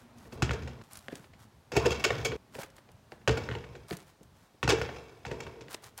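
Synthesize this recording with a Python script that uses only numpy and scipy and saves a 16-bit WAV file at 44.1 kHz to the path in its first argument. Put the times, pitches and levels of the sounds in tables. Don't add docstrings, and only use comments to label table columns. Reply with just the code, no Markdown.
import sys
import numpy as np
from scipy import signal
from scipy.fft import rfft, irfft, next_fast_len
from scipy.io import wavfile
from scipy.ndimage import uniform_filter1d

SR = 44100
rng = np.random.default_rng(int(sys.argv[2]) if len(sys.argv) > 2 else 0)


def put_to_file(sound):
    columns = np.atleast_2d(sound).T
    safe = np.clip(columns, -1, 1)
    whole_steps = np.round(safe * 32767)
    wavfile.write(sys.argv[1], SR, whole_steps.astype(np.int16))


N = 264600

# frequency in Hz, width in Hz before RING_DAMPING, relative level in dB.
RIM_MODES = [(1240, 73, -5), (1884, 37, -16), (2260, 70, 6.5), (2700, 20, 11.5), (3195, 180, 0.5),
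             (4060, 40, -5), (4530, 80, 0), (5090, 96, -6), (5256, 28, 6), (6100, 170, -6.5),
             (6350, 71, -4), (6720, 37, -4), (7200, 69, -6), (7805, 46, -16)]
# start in seconds, joint rattle, board boom, pole hum in dB.
FRAME_JOLTS = [(0.33, -55.5, -42, -43), (0.43, -50.5, -48, -35), (1.769, -39, -43.5, -34.5),
               (2.045, -42, -46, -34), (2.25, -51.5, -38, -35), (3.285, -45, -38, -33.5),
               (4.69, -44, -40.5, -39), (5.26, -51, -40, -40)]
# frequency in Hz, relative density in dB per Hz.
RUSH_SPECTRUM = [(150, -36), (250, -5), (559, -2), (690, -1.5), (727, -3.5), (851, -1.5), (2190, -14),
                 (11700, -34.5), (16400, -38)]
# frequency in Hz, relative density in dB per Hz.
RUMBLE_SPECTRUM = [(15, -44.5), (25, -4), (65, 1.5), (113, 2), (146, -5), (237, -7), (310, -15),
                   (400, -17.5), (520, -41), (880, -120)]

CLICK_DB, TREBLE_DB = 12.5, -16
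TREBLE_PER_RING_DB, HARDENING, MEDIUM_BLOW_DB = 0.21, 0.35, -19
MODE_SCATTER_DB, MODE_DETUNE = 2.5, 0.009
RING_DAMPING = 1.8
CLATTER_DB, CLATTER_T60_S, CLATTER_TREBLE_DB = -10, 0.11, -6.5
SHAKE_RISE_S, RATTLE_T60_S, BOOM_T60_S, HUM_T60_S = 0.049, 1.355, 1.38, 1.43
WASH_DB, GROWL_DB = 1.5, -1.5
HEEL_DB = 12.5
PRESS_DB_PER_S, LIFT_DB_PER_S = 898, 512
DRONE_HZ, DRONE_DB = 237.4, -58.5
FLOOR_PATCHY_DB = 0.8
LOW_CUT_HZ, TOP_HZ = 58.4, 15900


def amp(db):
    return 10 ** (np.asarray(db) / 20)


def unit(x):
    return x / np.sqrt(np.mean(x ** 2) + 1e-20)


def along(points, hz):
    f, v = np.transpose(points)
    return np.interp(np.log(hz + 1), np.log(f + 1), v)


def filtered(x, response):
    m = next_fast_len(N + SR // 2)
    return irfft(rfft(x, m) * response(np.fft.rfftfreq(m, 1 / SR)), m)[..., :N]


def add_at(track, start_s, sound):
    track[round(start_s * SR):][:len(sound)] += sound


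def modes(table):
    def response(f):
        total = 0
        for k, (centre, width, db) in enumerate(table):
            total = total + (-1) ** k * amp(db) * 1j * f * width / (centre ** 2 - f ** 2 + 1j * f * width)
        return total
    return response


def colour(points):
    def response(f):
        cepstrum = irfft(np.log(amp(along(points, f)) + 1e-6))
        half = len(cepstrum) // 2
        cepstrum[1:half] *= 2
        cepstrum[half + 1:] = 0
        return np.exp(rfft(cepstrum))
    return response


def soft(corner_hz):
    return lambda f: 1 / (1 + 1j * f / corner_hz) ** 2


def level(response):
    def scaled(f):
        h = response(f)
        return h / np.sqrt(np.mean(np.abs(h) ** 2))
    return scaled


def peaked(response):
    def scaled(f):
        h = response(f)
        return h / np.abs(irfft(h)).max()
    return scaled


def ticks(per_s, spread_db, bed):
    hits = rng.random(N) < per_s / SR
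    sizes = amp(spread_db * np.clip(rng.standard_normal(N), -2, 2))
    sparse = hits * sizes * rng.choice([-1, 1], N)
    return unit(unit(sparse) + bed * rng.standard_normal(N))


def patchy(spectrum, patchy_db):
    z = signal.stft(rng.standard_normal(N), nperseg=512)[2]
    field = uniform_filter1d(rng.standard_normal(z.shape), 5, 0)
    field = uniform_filter1d(field, 12, 1)
    noise = signal.istft(z * amp(patchy_db * unit(field)), nperseg=512)[1][:N]
    return unit(filtered(noise, colour(spectrum)))


def air():
    # start in seconds, rush level in dB, rumble level in dB.
    air_levels = [(0.0, -62, -55.5), (0.822, -66.5, -57.5), (2.366, -66, -58.5), (3.88, -68, -60.5)]
    starts, rush_db, rumble_db = np.transpose(air_levels)
    stretch = np.maximum(np.searchsorted(starts, np.arange(N) / SR, "right") - 1, 0)
    rush = amp(rush_db[stretch]) * patchy(RUSH_SPECTRUM, FLOOR_PATCHY_DB)
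    rumble = amp(rumble_db[stretch]) * patchy(RUMBLE_SPECTRUM, patchy_db=3.0)
    hiss = amp(-72.5) * patchy([(300, -16.0), (4000, -10.5), (16000, -22)], FLOOR_PATCHY_DB)
    hum = unit(filtered(rng.standard_normal(N), modes([(DRONE_HZ, 6, 0)])))
    drone = amp(DRONE_DB) * (stretch == 0) * hum
    return rush + rumble + hiss + drone


def leaves():
    # start in seconds, hold in seconds, level in dB.
    treads = [(0.0, 0.033, -65), (0.175, .1, -63), (0.333, 0.0033, -53), (0.837, 0.038, -65),
              (0.916, 0.055, -54), (1.005, 0.074, -63), (1.12, 0.0061, -56.5), (1.159, 0.012, -57.5),
              (1.19, 0.072, -65), (1.397, 0.04, -61), (2.55, 0.0059, -47.5), (2.592, 0.049, -47),
              (2.766, 0.018, -61), (3.118, 0.018, -63), (3.22, 0.013, -74), (3.899, .01, -48),
              (3.929, 0.0062, -47), (3.98, 0.052, -62.5), (4.074, 0.026, -61.5), (4.232, 0.014, -69.5),
              (4.354, 0.12, -69), (5.708, 0.031, -48), (5.834, 0.042, -52.5), (5.987, 0.032, -46.5)]
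    # start in seconds, level in dB, pitch in Hz.
    snap_events = [(0.184, -45, 5880), (0.838, -45.5, 4170), (0.9213, -41, 9460), (0.9323, -32, 9500),
                   (0.9549, -32.5, 5440), (0.972, -31, 9420), (0.9894, -37, 7100), (1.1546, -31, 4930),
                   (2.702, -43, 3460), (2.7656, -43.5, 7650), (2.917, -48, 8400), (3.8841, -40, 6900),
                   (3.9689, -32.5, 7700), (4.0023, -41, 4400), (4.0766, -62, 3400), (4.2313, -44.5, 7200),
                   (5.729, -32, 9140), (5.7444, -23, 3830), (5.8407, -33.5, 5370), (5.9771, -27, 8500)]
    # frequency in Hz, relative density in dB per Hz.
    crunch_spectrum = [(350, -29), (600, 5.5), (1470, 4), (1690, 1), (2710, -3.5), (3200, -3), (9540, -8),
                       (15300, -13), (16400, -12)]
    now = np.arange(N) / SR
    press = np.zeros(N)
    for s, hold, db in treads:
        before, after = np.maximum(s - now, 0), np.maximum(now - s - hold, 0)
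        press += amp(db - PRESS_DB_PER_S * before - LIFT_DB_PER_S * after)
    crackle = ticks(per_s=1700, spread_db=5.5, bed=0.38)
    crackle = unit(filtered(crackle, colour(crunch_spectrum))) * press

    snaps, t = np.zeros(N + SR), np.arange(SR // 50) / SR
    for s, db, hz in snap_events:
        scatter = uniform_filter1d(rng.standard_normal(len(t)), size=5)
        add_at(snaps, s, amp(db) * scatter * np.sin(2 * np.pi * hz * t) * np.exp(-t / 0.0034))
    return crackle + snaps[:N]


def steps():
    # start in seconds, level in dB, thud peak re level in dB, thud pitch in Hz, scuff decay in seconds.
    footfalls = [(1.0835, -20, -19, 566, 0.0017), (1.123, -34.5, 3, 347, 0.0088),
                 (1.1925, -50, 5, 227, 0.0033), (1.242, -39.5, -16, 400, 0.0054),
                 (1.334, -42, -11, 124, 0.0098), (1.405, -55, 3, 132, .008), (2.552, -25, -11, 484, .0012),
                 (2.5839, -38.5, 7, 603, .005), (2.631, -29.5, -12.5, 417, 0.0084),
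                 (2.783, -36, -14, 506, 0.0033), (2.889, -40.5, -11, 610, 0.0033),
                 (3.12, -24.5, -13.5, 660, 0.0017), (3.2148, -49, -8, 437, .006),
                 (3.9098, -19.5, -6.5, 320, 0.0016), (3.927, -27, -6.5, 151, 0.0056),
                 (4.209, -49.5, 3, 370, .003), (4.421, -64, 11, 149, .003), (4.543, -66.5, 11, 440, .005),
                 (5.6827, -30.5, -13, 416, .003), (5.7473, -22, -25, 410, 0.0013)]
    slaps, thuds, t = np.zeros(N + SR), np.zeros(N + SR), np.arange(SR // 10) / SR
    for s, db, thud_db, hz, scuff_s in footfalls:
        scuff, push = rng.standard_normal((2, len(t)))
        scuff[0] = amp(HEEL_DB) / (1000 * scuff_s)
        add_at(slaps, s, amp(db) * scuff * np.exp(-t / scuff_s))
        resonance = np.exp((-hz * 2.0 + 2j * np.pi * hz) / SR)
        thud = signal.lfilter([1], [1, -resonance], push * t * np.exp(-t / 0.0049)).imag
        add_at(thuds, s, amp(db + thud_db) * thud / np.abs(thud).max())
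    dull = filtered(slaps[:N], lambda f: soft(corner_hz=4200)(f) ** 2 * 1j * f / (400 + 1j * f))
    return thuds[:N] + dull


def hard_contact(f):
    # frequency in Hz, relative density in dB per Hz.
    clack_spectrum = [(290, -23), (500, -14), (621, -14), (1140, -10), (1400, -7.5), (2070, -8.5),
                      (2650, -12), (2930, -9.5), (7100, -24.5), (16000, -65)]
    return colour(clack_spectrum)(f)


def contact_treble(f):
    return hard_contact(f) * (1 - soft(corner_hz=9000)(f)) ** 2


def plastic_board(f):
    # frequency in Hz, width in Hz, relative level in dB.
    board_modes = [(227.4, 19, -4), (308.8, 30, -7.5), (359.6, 23.2, -3.5), (418.6, 43, -0.5),
                   (446.7, 18.8, 4), (466, 31, 3.5), (566, 74.7, -2.5), (680, 49, -10), (927.6, 48.5, -4)]
    return modes(board_modes)(f) * soft(corner_hz=1200)(f)


def pole_tube(f):
    # frequency in Hz, width in Hz, relative level in dB.
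    pole_modes = [(71.2, 8.5, 4.5), (110, 14, -10), (120.6, 39.5, 5)]
    return modes(pole_modes)(f) * soft(corner_hz=200)(f) * (1j * f / (45 + 1j * f)) ** 2


def shaking(levels_db, t60_s):
    starts = np.transpose(FRAME_JOLTS)[0][:, None]
    age = np.maximum(np.arange(N) / SR - starts, 0)
    envelopes = amp(levels_db[:, None] - 60 * age / t60_s) * (1 - np.exp(-age / SHAKE_RISE_S))
    return np.sqrt(np.sum(envelopes ** 2, axis=0))


def shaken_frame():
    _, joints_db, boom_db, hum_db = np.transpose(FRAME_JOLTS)
    joints = shaking(joints_db, RATTLE_T60_S)
    boom = shaking(boom_db, BOOM_T60_S)
    hum = shaking(hum_db, HUM_T60_S)
    loose = joints * ticks(per_s=290, spread_db=7, bed=0.62)
    shake = amp(-6) * filtered(loose, level(hard_contact))
    shake += amp(-4.5) * filtered(loose, level(modes(RIM_MODES)))
    shake += filtered(boom * ticks(per_s=260, spread_db=6.0, bed=0.6), level(plastic_board))
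    shake += filtered(hum * rng.standard_normal(N), level(pole_tube))
    shake += amp(WASH_DB) * joints * patchy(RUSH_SPECTRUM, patchy_db=3.5)
    shake += amp(GROWL_DB) * hum * patchy(RUMBLE_SPECTRUM, patchy_db=7.0)
    return shake


def contact_burst(length_s):
    t = np.arange(SR // 10) / SR
    burst = rng.standard_normal(len(t)) * np.exp(-t / length_s) * (1 - np.exp(-t / (0.36 * length_s)))
    burst[0] = amp(CLICK_DB) / (1000 * length_s) ** 2
    return burst


def struck_spot():
    spot = []
    for hz, width, db in RIM_MODES:
        detune, scatter = rng.standard_normal(2)
        spot.append((hz * (1 + MODE_DETUNE * detune), width * RING_DAMPING, db + MODE_SCATTER_DB * scatter))
    return spot


def struck_hoop():
    # start in seconds, level in dB, board, pole and steel ring re level in dB, contact length in seconds.
    blows = [(0.254, -52.5, 10, 10, -12, .005), (0.322, -43, 13, -1, 0, 0.0045),
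             (0.422, -14, -5, 0.5, -3, 0.0014), (0.494, -22.5, -24, 2, -17, 0.0011),
             (0.509, -18.5, -4.5, -9, -12.5, 0.0013), (0.531, -33, 6.5, -12, -2.5, 0.0059),
             (0.62, -40, -7, 0, -6.5, 0.0068), (0.674, -37, 2.5, -9, -0.5, 0.0042),
             (0.813, -43.5, -18, 2, -6, 0.0032), (1.718, -27.5, -1.5, -17, -4, .003),
             (1.732, -37.5, 4, 5, 3, 0.0074), (1.75, -33, 13, -12, -0.5, 0.012),
             (1.764, -18, 9, 1.5, 0.5, 0.0055), (1.847, -28, 8, 5, -8, 0.01),
             (1.857, -21.5, 8.5, -19, 1, 0.0036), (1.904, -30, -9, 7.5, 2, 0.0053),
             (1.915, -33.5, 4, -12, 7.5, 0.0055), (1.995, -38.5, -1, -11, 7.5, .005),
             (2.039, -17, -5.5, -40, 2.5, 0.006), (2.047, -17, -1, -41, -5.5, 0.0045),
             (2.104, -17.5, -3, -20, -13, 0.0034), (2.181, -39.5, 3, -17, 6, 0.0048),
             (2.247, -26.5, 2.5, -22, 6, 0.01), (2.317, -27.5, 0.5, -8, -14, 0.0053),
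             (3.276, -10, -4, -9.5, -9, 0.0019), (3.286, -22.5, -1, -9, -16, 0.0028),
             (3.293, -14.5, -10, -6.5, -17, 0.0021), (3.308, -34.5, -18, 15.5, 1, 0.0039),
             (3.37, -29, 4, -13, -3.5, 0.0086), (3.434, -45, -11, 11, 4, 0.0052),
             (3.489, -25.5, -3.5, -5, -21, 0.0013), (3.5, -34, -5, -10, -16, 0.002),
             (3.513, -26.5, -13, -1, -18, 0.002), (3.524, -32, -18, -10, -19, 0.0012),
             (3.537, -37, -21, -12, -10, 0.0039), (3.551, -27, -0.5, -2.5, -15, 0.002),
             (3.639, -40, -4, 1, -16, 0.005), (3.751, -41, 1.5, -4, -6.5, 0.0044),
             (4.629, -13.5, -2.5, -13.5, -12, 0.0019), (4.644, -27.5, -2, 6.5, -41, 0.0022),
             (4.677, -14.5, -6.5, -4, -6, 0.0017), (4.688, -20.5, -11, -4, 4, 0.0048),
             (4.695, -14, -9, -20, 1, 0.0029), (4.708, -22.5, 3, -16, 1, 0.0064),
             (4.719, -22.5, 7, -13, -2, 0.0051), (4.785, -25.5, -5.5, 0, -11, 0.0019),
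             (4.814, -22, -5, -5.5, -7, 0.0034), (4.851, -29, -13, -3, -23, 0.0015),
             (4.889, -34, 4.5, -9, -17, .005), (4.96, -37.5, -3, -15, -7.5, 0.0043),
             (5.251, -25.5, -6, -31, -13, 0.0019), (5.263, -33.5, 1, 2, -3.5, 0.0032),
             (5.311, -30.5, -3.5, 0, -7.5, 0.0052), (5.403, -32, -4, -16, 0, 0.0034),
             (5.465, -36, -2, -16, -5.5, 0.005), (5.556, -50.5, 11.5, 2.5, -20.5, .004),
             (5.608, -43.5, 2.5, 2.5, 0.5, 0.0036)]
    hz, age = np.fft.rfftfreq(SR // 2, 1 / SR), np.arange(SR // 2) / SR
    knock, bright, ring, board, pole, clatter_power = np.zeros((6, N + SR))
    for s, db, board_db, pole_db, ring_db, length_s in blows:
        burst = contact_burst(length_s)
        add_at(knock, s, amp(db) * burst)
        treble_db = TREBLE_DB + TREBLE_PER_RING_DB * ring_db + HARDENING * (db - MEDIUM_BLOW_DB)
        add_at(bright, s, amp(db + treble_db) * burst)
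        rung = irfft(rfft(burst, SR // 2) * level(modes(struck_spot()))(hz))
        add_at(ring, s, amp(db + ring_db) * rung)
        fade = amp(db + ring_db + CLATTER_DB - 60 * age / CLATTER_T60_S)
        add_at(clatter_power, s, (fade * (1 - np.exp(-age / length_s))) ** 2)
        add_at(board, s, amp(db + board_db) * burst / np.linalg.norm(burst))
        pole[round((s + 0.005) * SR)] += amp(db + pole_db)

    contact_body = lambda f: hard_contact(f) * soft(corner_hz=4000)(f)
    struck = filtered(knock[:N], level(contact_body)) + filtered(bright[:N], level(contact_treble))
    struck += ring[:N]
    struck += filtered(board[:N], peaked(plastic_board)) + filtered(pole[:N], peaked(pole_tube))
    clatter = np.sqrt(clatter_power[:N]) * ticks(per_s=900, spread_db=7.5, bed=0.42)
    struck += filtered(clatter, level(hard_contact))
    struck += amp(-10.5) * filtered(clatter, level(modes(RIM_MODES)))
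    struck += amp(CLATTER_TREBLE_DB) * filtered(clatter, level(contact_treble))
    return struck


def yard(x, echo_delay_s):
    # frequency in Hz, 60 dB decay time in seconds.
    tail_decay = [(200, 0.41), (2000, 0.46), (10000, 0.11)]
    hz, t, z = signal.stft(rng.standard_normal(SR // 2), SR, nperseg=256)
    decay = amp(-60 * t / along(tail_decay, hz)[:, None])
    tail = signal.istft(z * decay, SR, nperseg=256)[1]
    wet = signal.fftconvolve(np.pad(x, (700, 0)), tail / np.linalg.norm(tail))[:N]
    echo = np.pad(x, (round(echo_delay_s * SR), 0))[:N]
    return x + 0.38 * echo + amp(-13) * wet


def scene():
    # start in seconds, end in seconds.
    silent_gaps = [(0.822, 1.7), (2.366, 3.2), (3.88, 4.6)]
    t, hoop_gate = np.arange(N) / SR, np.ones(N)
    for start, end in silent_gaps:
        hoop_gate[(t > start) & (t < end)] = 0
    hoop = hoop_gate * yard(struck_hoop() + shaken_frame(), echo_delay_s=0.002753)
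    footsteps = yard(steps(), echo_delay_s=0.00044)
    return (air() + leaves() + footsteps + hoop)[None]


def record(dry):
    return filtered(dry, lambda hz: (1j * hz / (LOW_CUT_HZ + 1j * hz)) ** 2 * (hz < TOP_HZ))


dry = scene()
out = record(dry)
put_to_file(out)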